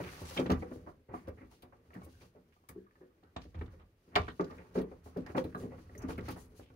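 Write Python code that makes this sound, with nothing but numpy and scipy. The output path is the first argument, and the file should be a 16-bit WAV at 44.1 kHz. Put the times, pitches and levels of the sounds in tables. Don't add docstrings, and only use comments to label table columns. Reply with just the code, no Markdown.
import sys
import numpy as np
from scipy import signal
from scipy.fft import rfft, irfft, next_fast_len
from scipy.io import wavfile
from scipy.ndimage import uniform_filter1d

SR = 44100
rng = np.random.default_rng(int(sys.argv[2]) if len(sys.argv) > 2 else 0)


def invert_db(x):
    u = np.asarray(x, float) / 20
    return 10 ** u


def waveform_to_disk(signal):
    frames = np.transpose(np.atleast_2d(signal))
    scaled = np.clip(frames, -1, 1) * 32767
    samples = np.round(scaled).astype(np.int16)
    wavfile.write(sys.argv[1], SR, samples)


N = 297983
TIME = np.arange(N) / SR
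LOW_HZ, HIGH_HZ = (2600, 7500), (7900, 16500)


def evened(x):
    return x / np.sqrt(np.mean(x ** 2) + 1e-20)


def peaked(x, db):
    return invert_db(db) * x / abs(x).max()


def read(points, hz):
    f, value = np.transpose(points)
    return np.interp(np.log(hz + 1), np.log(f + 1), value)


def add(mix, s, sound):
    part = mix[..., max(round(s * SR), 0):][..., :sound.shape[-1]]
    part += sound[..., :part.shape[-1]]


def coloured(x, points):
    size = next_fast_len(x.shape[-1], True)
    gain = invert_db(read(points, np.fft.rfftfreq(size, 1 / SR)))
    return irfft(rfft(x, size) * gain, size)[..., :x.shape[-1]]


def band(x, edges_hz):
    return signal.sosfilt(signal.butter(5, edges_hz, "band", fs=SR, output="sos"), x)


def unlike(count, own):
    shared, left, right = rng.standard_normal((3, count))
    return evened(shared + own * np.array([left, right]))


def grit(count, uneven_db):
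    return rng.standard_normal(count) * invert_db(uneven_db * np.minimum(rng.exponential(1, count), 4))


def chatter(length_s, uneven_db, rise):
    t = TIME[:4096]
    length_s = np.clip(length_s, .0005, .045)
    envelope = np.exp(-(t / (1.435 * length_s)) ** 1.56) * np.minimum(t / (rise * length_s), 1)
    return grit(len(t), uneven_db) * envelope


def wander(smooth_s, depth_db):
    width = max(round(smooth_s * SR), 1)
    slow = uniform_filter1d(uniform_filter1d(rng.standard_normal(N), width), width)
    return invert_db(depth_db * evened(slow))


def body(modes):
    hz, db, t60 = np.transpose(modes)[:, :, None]
    t = TIME[:SR // 4]
    return hz[:, 0], invert_db(db - 60 * t / t60) * np.sin(2 * np.pi * hz * t)


def struck(force, hz, rings, spread_db=2):
    reach = np.interp(hz, np.fft.rfftfreq(16384, 1 / SR), abs(rfft(force, 16384)))
    spot, side = rng.standard_normal((2, len(hz)))
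    share = invert_db(spread_db * spot) * np.sign(side) / (reach + 0.025 * reach.mean())
    return signal.fftconvolve(force, share @ rings)


# frequency in Hz, level in dB per Hz.
DENSE_MODES = [(450, 1.5), (750, 11.5), (1500, 7), (2500, -1.5), (2950, -7), (5000, -87)]


def crowd(force, t60_s=0.04):
    energy = signal.fftconvolve(force ** 2, invert_db(-120 * TIME[:SR // 4] / t60_s))
    return np.sqrt(abs(energy)) * coloured(unlike(len(energy), 2.37), DENSE_MODES)


# frequency in Hz, level in dB per Hz.
QUIET_SPECTRUM = [(18, -65), (30, 18.5), (75, -20.5), (141, -4), (364, -0.5), (962, -13), (1190, -11.5),
                  (2120, -11.5), (7470, -28.5), (14800, -22), (16000, -28)]


def hush(level_db=-72):
    shared, left, right = rng.standard_normal((3, N))
    own = signal.lfilter(*signal.butter(2, 500, "high", fs=SR), [left, right])
    common = signal.lfilter(*signal.butter(2, 500, fs=SR), shared)
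    return invert_db(level_db) * evened(coloured(common + 0.5 * own, QUIET_SPECTRUM))


# time in seconds, level in dB.
SLEEVE_MOVES = [(0.0, -61), (0.19, -62.5), (0.36, -56), (0.43, -73.5), (0.6, -73.5), (1.05, -93.5),
                (1.37, -83.5), (1.79, -92), (2.11, -75), (2.35, -87), (3.31, -93.5), (3.58, -84.5),
                (3.95, -92), (4.21, -77.5), (4.35, -80.5), (5.0, -83), (6.3, -77.5), (6.76, -89)]
# start in seconds, level at 3-7.5 kHz in dB,
# level above 7.5 kHz in relative dB, stroke length in seconds.
STROKES = [(0.69, -64.5, -4, 0.21), (1.116, -63, -2.5, 0.23), (1.498, -56.5, -8.5, 0.13),
           (2.029, -65, 10, 0.051), (2.198, -57, -9, 0.11), (3.394, -54.5, -16, 0.18),
           (3.78, -74, -12, 0.06), (4.187, -48, -16, 0.094), (4.737, -40.5, -12, 0.13),
           (5.034, -52, -2.5, 0.1), (5.359, -41, -12, 0.087), (5.56, -62.5, 5.5, 0.16),
           (6.08, -44, -9, 0.051), (6.09, -52.5, -3, 0.13), (6.235, -43.5, -15, 0.22),
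           (6.363, -55.5, 4, 0.14), (6.542, -59.5, -0.5, 0.16)]
# frequency in Hz, level in dB per Hz.
CLOTH_SPECTRUM = [(1470, 20), (2500, 2), (3570, -4), (4270, -1.5), (6600, -8.5), (7710, -26.5),
                  (11300, -28), (15200, -34), (16000, -21.5)]


def rub():
    moving_db = np.interp(TIME, *np.transpose(SLEEVE_MOVES))
    low, high = invert_db(moving_db + 0.5), invert_db(moving_db - 2)
    for s, db, sizzle_db, length_s in STROKES:
        swell = np.sin(np.pi * np.clip(TIME[:8192] / length_s, 0, 1) ** 0.5) ** 3.4
        add(low, s, invert_db(db - 19.0) * swell)
        add(high, s, invert_db(db + sizzle_db - 13.0) * swell)
    shared, left, right = (grit(N, 5.3) for _ in range(3))
    slips = shared + 13.0 * np.array([left, right])
    fibres = coloured(slips * wander(0.032, 3.0), CLOTH_SPECTRUM)
    return low * evened(band(fibres, LOW_HZ)) + high * evened(band(fibres, HIGH_HZ))


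# time in seconds, level in dB.
RESTING_PRESSURE = [(0.0, -77), (0.85, -71.5), (1.08, -96), (1.45, -72.5), (2.3, -74), (2.54, -86),
                    (3.12, -76), (3.8, -92), (3.99, -105), (4.3, -77), (5.0, -82.5), (5.95, -94),
                    (6.4, -72.5), (6.76, -72)]
# middle in seconds, housing level in dB, cover and floor levels
# in dB relative to the housing, half length in seconds.
SLIDES = [(0.076, -60.5, -2, -3.5, 0.63), (0.263, -61.5, 5, 6, 0.44), (0.54, -64.5, 18, 13, 0.036),
          (0.682, -57, -9, -17.5, 0.14), (0.882, -58, -31, -3, 0.15), (1.176, -63, -5, -14, 0.053),
          (1.276, -57.5, -2.5, 11, 0.065), (1.423, -84, 5, -7, 0.11), (1.99, -68.5, -8, 6, 0.16),
          (2.152, -84.5, 3, 21, 0.35), (2.973, -103, -17, -2, 0.32), (3.29, -81, 2, 10, 0.11),
          (3.585, -66.5, 5.5, 29.5, 0.047), (3.698, -73, 0.5, 17, 0.38), (4.172, -43, -2.5, -3.5, 0.059),
          (4.21, -68, 0, 13, 0.085), (4.567, -59.5, -4, 4, 0.42), (4.807, -57, -10, -13, 0.18),
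          (5.17, -60.5, -2.5, 11.5, 0.3), (5.3, -47.5, -10, -24, 0.046), (5.636, -46, -17.5, -3.5, 0.16),
          (5.744, -73.5, 11, 19, 0.1), (6.04, -65, 10, 19, 0.11), (6.198, -58.5, -4.5, 13.5, 0.53)]
RESTING_DB = -67.5
SLIDE_FALL_DB = 26


def pressed(column, resting_db, follows):
    t = TIME[::64]
    pressure_db = np.interp(t, *np.transpose(RESTING_PRESSURE)) - RESTING_DB
    gain = invert_db(resting_db + follows * pressure_db)
    for middle, db, *rel_db, half in SLIDES:
        gain = gain + invert_db(db + [0, *rel_db][column] - SLIDE_FALL_DB * abs(t - middle) / half)
    return np.interp(TIME, t, gain)


# frequency in Hz, level in dB, t60 in seconds.
HOUSING_MODES = [(149.8, -5, 0.094), (184, -5, 0.16), (205.5, -5.5, 0.068), (256, -1.5, 0.1),
                 (298.8, -0.5, 0.044), (352, 1.5, 0.1), (395, 1.5, 0.041), (462.9, -3.5, 0.1),
                 (494.5, -3, 0.11), (608, -5.5, 0.049)]
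COVER_MODES = [(730, 3, 0.098), (880, -2.5, 0.15), (1027, -9.5, 0.027), (1180, 11, 0.15), (1400, -3, 0.019),
               (1600, -4, 0.04), (1840, 8, 0.054), (1970, 8.5, 0.03), (2300, 0.5, 0.14), (2620, -7, 0.012),
               (2790, -27, 0.035)]
FLOOR_MODES = [(52.7, -6, 0.13), (67.3, -14.5, 0.061), (74.8, -6.5, 0.16), (92.7, -12.5, 0.29),
               (112.1, -4, 0.053)]


def drag():
    gains = pressed(0, RESTING_DB, 1), pressed(1, -76.5, 1), pressed(2, -70, 0.43)
    force = grit(N, 3.9) * wander(0.028, 2.74)
    rung = []
    for modes in (HOUSING_MODES, COVER_MODES, FLOOR_MODES):
        responses = body(modes)[1]
        response = responses[::2].sum(0) - responses[1::2].sum(0)
        rung.append(evened(signal.fftconvolve(force, response)[:N]))
    housing, cover, floor = rung
    cover = .5 * cover + evened(crowd(force)[:, :N])
    floor = floor + 0.47 * evened(band(force, (50, 115)))
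    return sum(gain * evened(x) for gain, x in zip(gains, (housing, cover, floor)))


def scraped(rows, rise=0.044, apart_hz=1500):
    out, t = np.zeros((2, N)), TIME[:8192]
    for s, db, hz, length_s, octaves in rows:
        clumps = invert_db(4.0 * evened(uniform_filter1d(rng.standard_normal(len(t)), size=150)))
        grains = abs(grit(len(t), 4.7)) * clumps * unlike(len(t), 2.2 * hz / apart_hz)
        stroke = np.minimum(t / (rise * length_s), 1) * np.exp(-(t / length_s) ** 2)
        edges_hz = hz * 2. ** (np.clip(octaves, .05, 3) * np.array([-.5, .5]))
        patch = signal.butter(2, edges_hz, "band", fs=SR, output="sos")
        sound = signal.sosfilt(patch, stroke * grains)
        add(out, s, invert_db(db) * evened(sound) * np.sqrt(length_s / t[-1]))
    return out


# start in seconds, level in dB, middle in Hz, length in seconds, width in octaves.
SCUFFS = [(0.0, -38, 536, 0.0045, 0.86), (0.031, -56.5, 1850, 0.1, 1.2), (0.125, -61, 1600, 0.074, 0.93),
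          (0.364, -56, 3100, 0.033, 0.79), (0.39, -35.5, 335, 0.024, 1.43),
          (0.497, -28.5, 294, 0.0037, 1.9), (0.861, -69, 1120, 0.072, 0.8),
          (1.114, -67.5, 1970, 0.084, 0.32), (1.132, -64, 884, 0.007, 1), (1.162, -67, 1170, 0.04, 1.5),
          (1.27, -71, 1500, 0.021, 3), (1.375, -72, 1970, 0.048, 0.41), (1.933, -63, 2060, 0.015, 0.39),
          (1.95, -60.5, 1670, 0.025, 0.37), (2.014, -74.5, 2260, 0.043, 0.044),
          (2.132, -77, 1540, 0.081, 0.16), (2.209, -70.5, 2400, 0.019, 0.41),
          (2.524, -77, 2100, 0.022, 0.98), (2.772, -82.5, 1630, 0.088, 0.35),
          (3.226, -79, 1400, 0.076, 0.22), (4.1553, -21.5, 2420, 0.00045, 0.65),
          (4.1582, -37, 2930, 0.0035, 1.3), (4.161, -38, 410, 0.021, 1.4), (4.19, -62, 2450, 0.093, 1),
          (4.282, -42.5, 1500, 0.007, 0.28), (4.394, -36, 408, 0.04, 0.76), (4.43, -68.5, 1600, 0.13, 0.49),
          (4.579, -62.5, 1990, 0.031, 0.49), (5.174, -70.5, 1500, 0.041, 3.1),
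          (5.26, -57.5, 1770, 0.028, 0.49), (5.381, -36, 1150, 0.0051, 1.45), (5.6, -68, 1600, 0.041, 2.6),
          (5.978, -58, 6300, 0.01, 0.13), (6.019, -64, 5800, 0.014, .4), (6.031, -45.5, 266, 0.087, 0.35),
          (6.098, -54.5, 1500, 0.023, 1.5), (6.209, -62, 2780, 0.0043, 1.5),
          (6.254, -60.5, 1610, 0.036, 0.86), (6.599, -73.5, 2620, 0.086, 0.8),
          (6.741, -79, 4940, 0.0024, 0.78)]


def scuffs():
    return scraped(SCUFFS)


LIGHT_DB, WEIGHTED_DB = -17.5, -2.5
SOFT, HARD = (-6, 0.2), (0.69, 0.18)


def tilted(x, tilt_db):
    padded = np.pad(x, ((0, 0), (0, 16384 - x.shape[1])))
    return coloured(padded, [(600, -tilt_db), (4800, 2 * tilt_db)])


# start in seconds, housing level in dB, cover level in relative dB,
# chatter length in seconds.
NUDGES = [(0.623, -33.5, -4.5, 0.0053), (0.713, -35, -7.5, 0.0078), (0.867, -51.5, 8.5, 0.018),
          (1.136, -38, 0.5, 0.0085), (1.721, -64.5, 14.5, 0.013), (1.903, -69, 14, 0.013),
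          (1.939, -48, -1.5, 0.038), (1.962, -42, -10, 0.0064), (2.061, -48.5, -8, 0.015),
          (2.348, -52, -7, 0.028), (2.749, -40, -20, 0.02), (3.004, -51, -8, 0.023), (3.228, -60, 1, 0.013),
          (4.394, -32, -0.5, 0.014), (4.502, -46, 1, 0.022), (4.752, -27.5, -10.5, 0.014),
          (4.772, -25, -11, 0.022), (4.913, -39.5, -8, 0.011), (5.056, -47, -0.5, 0.018),
          (5.159, -30, -12, 0.017), (5.345, -28, -2, 0.021), (5.373, -28.5, 2, 0.0085),
          (5.547, -33.5, -10.5, 0.012), (5.632, -34.5, -33, 0.02), (5.705, -46.5, -0.5, 0.027),
          (6.026, -35.5, -29, 0.021), (6.084, -33.5, -1, 0.018), (6.358, -48.5, 4.5, 0.018),
          (6.515, -59, -20, 0.014)]
KNOCKS = [(0.001, -35.5, -3, 0.014), (0.308, -46.5, 1.5, 0.011), (0.361, -33.5, -0.5, 0.034),
          (0.387, -26, -15, 0.012), (4.076, -54.5, -12, 0.0075), (4.279, -40, 6, 0.0087),
          (4.588, -48.5, -5, 0.027), (5.438, -31.5, -16.5, 0.02), (5.598, -37, -22, 0.029),
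          (5.776, -49.5, -1.5, 0.019), (6.178, -34, -8, 0.012), (6.279, -36, 0.5, 0.019)]
SHOVES = [(0.215, -40, -4, 0.0022), (0.497, -24, -2, 0.016), (1.082, -46, -4, 0.1),
          (1.277, -40.5, -1.5, 0.0097), (1.51, -66.5, 11.5, 0.016), (1.622, -51.5, 2, 0.023),
          (3.361, -40, 7.5, 0.0061), (3.452, -46.5, -9, 0.0056), (5.263, -54.5, 10.5, 0.013),
          (5.892, -52, -4, 0.011), (5.948, -46, -21, 0.028), (6.594, -43.5, -5, 0.0067)]
JABS = [(0.059, -46.5, 1, 0.013), (0.457, -31, -4, 0.009), (0.552, -43.5, -0.5, 0.016),
        (0.759, -42, -20, 0.0036), (1.368, -51, -4, 0.031), (1.409, -46.5, -7, 0.024),
        (2.206, -53, -4, 0.029), (2.687, -49.5, -0.5, 0.017), (3.544, -49, 2, 0.0065),
        (3.611, -39, 1, 0.0047), (3.731, -53.5, -5, 0.015), (3.791, -57, -0.5, 0.022),
        (4.155, -27, 11, 0.0097), (6.136, -63, 3, 0.0025), (6.7, -54, -4, 0.0042)]


def bumps():
    out = np.zeros((2, N))
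    housing, cover, floor = body(HOUSING_MODES), body(COVER_MODES), body(FLOOR_MODES)
    kinds = ((NUDGES, LIGHT_DB, *SOFT), (KNOCKS, LIGHT_DB, *HARD),
             (SHOVES, WEIGHTED_DB, *SOFT), (JABS, WEIGHTED_DB, *HARD))
    events = sorted((*row, *kind) for rows, *kind in kinds for row in rows)
    for s, db, cover_db, length_s, thud_db, tilt_db, rise in events:
        force = chatter(length_s, 4.0, rise)
        thin = evened(struck(force, *cover)) + 1.8 * evened(crowd(force))
        add(out, s, peaked(struck(force, *housing), db))
        add(out, s, peaked(tilted(thin, tilt_db), db + cover_db))
        add(out, s, peaked(struck(force, *floor), db + thud_db))
    return out


# start in seconds, level in dB, middle in Hz, length in seconds, width in octaves.
GRAZES = [(0.065, -60, 1600, 0.027, 1.3), (0.25, -58, 3500, 0.072, 2.5), (0.395, -52, 3200, 0.015, 1.6),
          (0.5, -46, 1290, .035, 1.5), (0.618, -57.5, 2130, 0.018, 0.24), (3.385, -68, 1400, 0.061, 1.3),
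          (3.543, -74, 3550, 0.022, 0.58), (3.61, -70.5, 3450, 0.02, 0.47), (3.675, -71, 1160, .045, 1.2),
          (3.795, -79.5, 2770, 0.049, 0.85), (4.205, -65, 3220, .045, 1.1),
          (4.283, -60.5, 3400, 0.033, 0.46), (4.65, -88, 1200, .08, 1.3), (5.115, -76, 1200, 0.069, 0.42),
          (5.29, -63, 1500, 0.018, 1.1), (5.49, -70, 1400, 0.08, 0.88), (5.549, -52.5, 1400, 0.014, 0.41),
          (6.186, -55, 2080, 0.016, 0.69), (6.13, -65, 3000, 0.035, 1.2), (6.36, -77, 10500, 0.12, 0.45)]


def grazes():
    return scraped(GRAZES)


# start in seconds, level in dB,
# pitch in Hz, sizzle above 7.5 kHz in relative dB.
EDGES = [(0.37, -34, 3080, -22), (0.46, -39, 3470, -37), (2.215, -58, 4860, -31), (3.233, -63.5, 3520, -25),
         (3.3627, -37.5, 3260, -41), (3.416, -52.5, 5000, -30), (3.5474, -59, 2970, -22),
         (3.589, -57, 3170, -32), (3.659, -58, 3530, -20), (4.1568, -23.5, 4040, -17.5),
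         (4.281, -50, 3530, -41), (4.407, -46, 5400, -16), (4.506, -53, 4930, -15),
         (4.7845, -47, 4800, -24), (5.262, -49, 5240, -12), (5.384, -59, 4370, -16),
         (6.179, -51.5, 4700, 2)]
PRONGS = [(0.4995, -31, 4040, -9), (0.513, -34, 4600, -6.5), (1.28, -55.5, 5350, -0.5),
          (1.6208, -53.5, 3440, 0), (1.938, -59.5, 4920, 0.5), (2.045, -63, 3450, 15),
          (2.687, -47.5, 6300, 5), (4.441, -46, 5000, -14), (4.812, -48.5, 3170, 4),
          (5.168, -51.5, 5050, -0.5), (5.439, -49.5, 4000, -0.5), (5.547, -58, 3830, 4),
          (5.95, -62.5, 6100, 9.5), (5.979, -60, 6050, 14), (6.02, -54, 6160, 0), (6.2835, -41, 4740, -2),
          (6.306, -64, 6200, 20)]


def clicks():
    out = np.zeros((2, N))
    edge, prong = (0.0054, 0.1), (0.0071, 0.55)
    events = sorted([(*e, *edge) for e in EDGES] + [(*p, *prong) for p in PRONGS])
    for s, db, hz, sizzle_db, length_s, ring in events:
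        force = chatter(length_s, 6, 0.5)
        part = struck(force, *body([(hz, 0, .015), (1.4 * hz, -3, .015)]))[:len(force)]
        spray = force + 2.0 * abs(force) * unlike(len(force), 22.0)
        full = evened(band(spray, (2300, 1.22 * hz))) + .3 * evened(band(spray, LOW_HZ))
        add(out, s, peaked(full + ring * evened(part), db))
        add(out, s, peaked(band(spray, HIGH_HZ), db + sizzle_db))
    return out


# start in seconds, peak in dB, pitch in Hz, t60 in seconds.
RINGS = [(0.37, -48, 3250, 0.054), (0.376, -51, 2300, .04), (0.495, -24.5, 255, 0.13),
         (0.5, -35.5, 180, 0.11), (0.523, -30, 209, 0.16), (0.537, -42, 253, 0.063),
         (0.872, -45, 1010, 0.039), (1.141, -34, 1164, 0.057), (1.139, -33, 712, 0.039),
         (1.41, -61, 2050, 0.097), (1.964, -40, 310, 0.032), (2.35, -60, 596, 0.16),
         (2.568, -64, 1180, .06), (2.687, -53, 1180, .05), (2.69, -53.5, 1695, .05),
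         (2.69, -51, 2220, 0.032), (0.387, -32, 357, 0.062), (4.163, -25.5, 402, 0.076),
         (1.278, -34.5, 504, 0.044), (1.963, -39.5, 186, 0.093), (2.765, -52.5, 190.7, 0.23),
         (4.194, -29.5, 86.5, 0.17), (4.28, -40, 1500, 0.035), (0.63, -35, 488, .1),
         (2.866, -57, 1180, 0.048), (2.957, -63, 1256, 0.027), (3.012, -52, 368, 0.17),
         (3.015, -70, 1840, 0.11), (3.107, -67, 1210, .04), (3.232, -65, 1370, .08),
         (3.27, -72, 1540, 0.12), (4.155, -37, 4360, 0.075), (4.1575, -24.5, 3630, 0.024),
         (4.158, -28.5, 2300, 0.049), (4.159, -43, 1180, 0.083), (4.16, -47, 3350, .06),
         (4.397, -27, 395, 0.062), (4.406, -32.5, 351, 0.19), (4.396, -26, 1180, 0.028),
         (4.5, -47.5, 1180, 0.14), (5.378, -28.5, 516.4, .14), (5.35, -53, 1880, 0.067),
         (5.548, -29.5, 1183, 0.035), (5.547, -43, 1626, 0.055), (5.554, -61, 4000, 0.052),
         (0.501, -31, 1180, 0.12)]


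def rings(rise_s=0.00054):
    out = np.zeros(N)
    for s, db, hz, t60_s in RINGS:
        ring = body([(hz, db, t60_s)])[1][0]
        add(out, s, ring * (1 - np.exp(-TIME[:len(ring)] / rise_s)))
    return out


# start in seconds, level in dB, pitch in Hz,
# chatter length in seconds.
TAPS = [(0.373, -29, 3155, 0.0067), (1.9051, -55, 1870, 0.00094), (2.017, -45.5, 1087, 0.0047),
        (2.521, -70, 1600, 0.0094), (2.564, -62, 1180, 0.0046), (2.637, -60, 1090, 0.0046),
        (2.8689, -68, 1660, 0.003), (2.9093, -59, 1740, 0.0022), (2.955, -57, 1720, 0.0061),
        (3.013, -67, 1714, 0.037), (3.11, -77, 1220, 0.0058), (3.236, -80, 1560, 0.028),
        (4.5996, -48, 1180, 0.0048), (5.547, -54, 1660, 0.006), (5.8925, -56, 1860, 0.006),
        (5.95, -49.5, 1880, 0.0029), (6.178, -45.5, 2180, 0.0049), (6.7, -67, 1550, 0.0079)]


def taps():
    out = np.zeros(N)
    for s, db, hz, length_s in TAPS:
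        force = chatter(length_s, 4.6, 0.19)
        ring = struck(force, *body([(hz, 0, .022), (0.7 * hz, -3, .022)]))[:len(force)]
        scratch = band(force, (0.73 * hz, 0.75 * hz))
        add(out, s, peaked(evened(ring) + 0.11 * evened(scratch), db))
    return out


# frequency in Hz, t60 in seconds.
ROOM_DECAY = [(100, 0.37), (500, 0.19), (2000, 0.13), (8000, 0.11)]


def room(x):
    at = np.arange(150, SR // 2, 20)
    echoes = np.zeros((3, SR // 2 + 20))
    places = at + rng.integers(0, 20, (3, len(at)))
    np.put_along_axis(echoes, places, rng.choice([-1., 1.], (3, len(at))), 1)
    hz, t, z = signal.stft(echoes, SR, nperseg=512)
    alike = 1 / (1 + (hz[:, None] / 600) ** 3)
    z = alike * z[0] + np.sqrt(1 - alike ** 2) * z[1:]
    z = z * invert_db(-60 * t / read(ROOM_DECAY, hz)[:, None])
    tail = signal.istft(z, SR, nperseg=512)[1]
    return signal.fftconvolve(np.atleast_2d(x), tail / np.linalg.norm(tail[0]), axes=1)[:, :N]


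# frequency in Hz, left minus right in dB.
PORT_BALANCE = [(60, -1.5), (350, 2.5), (1300, -2.5), (4500, 0), (7500, 6), (10000, 9)]


def ports(x, lag_s=0.000464, corner_hz=600):
    size = next_fast_len(N, True)
    hz = np.fft.rfftfreq(size, 1 / SR)
    lead = np.pi * hz * lag_s * hz ** 2 / (hz ** 2 + corner_hz ** 2)
    half = invert_db(read(PORT_BALANCE, hz) / 2) * np.exp(1j * lead)
    return irfft(rfft(x, size) * np.array([half, 1 / half]), size)[:, :N]


def scene():
    near = bumps() + clicks() + taps() + drag() + rub() + scuffs() + rings()
    echoes, tone = invert_db(-6.5) * room(near), hush()
    return ports(invert_db(0.5) * (near + grazes()) + echoes) + tone


def roll_off(x):
    return signal.sosfilt(signal.butter(12, 16300, fs=SR, output="sos"), x)


def record(dry):
    thinned = signal.sosfilt(signal.butter(3, 52, "high", fs=SR, output="sos"), dry)
    edge = signal.firwin(511, 15750, window=("kaiser", 9), fs=SR)
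    return roll_off(signal.oaconvolve(thinned, edge[None], "same"))


dry = scene()
out = record(dry)
waveform_to_disk(out)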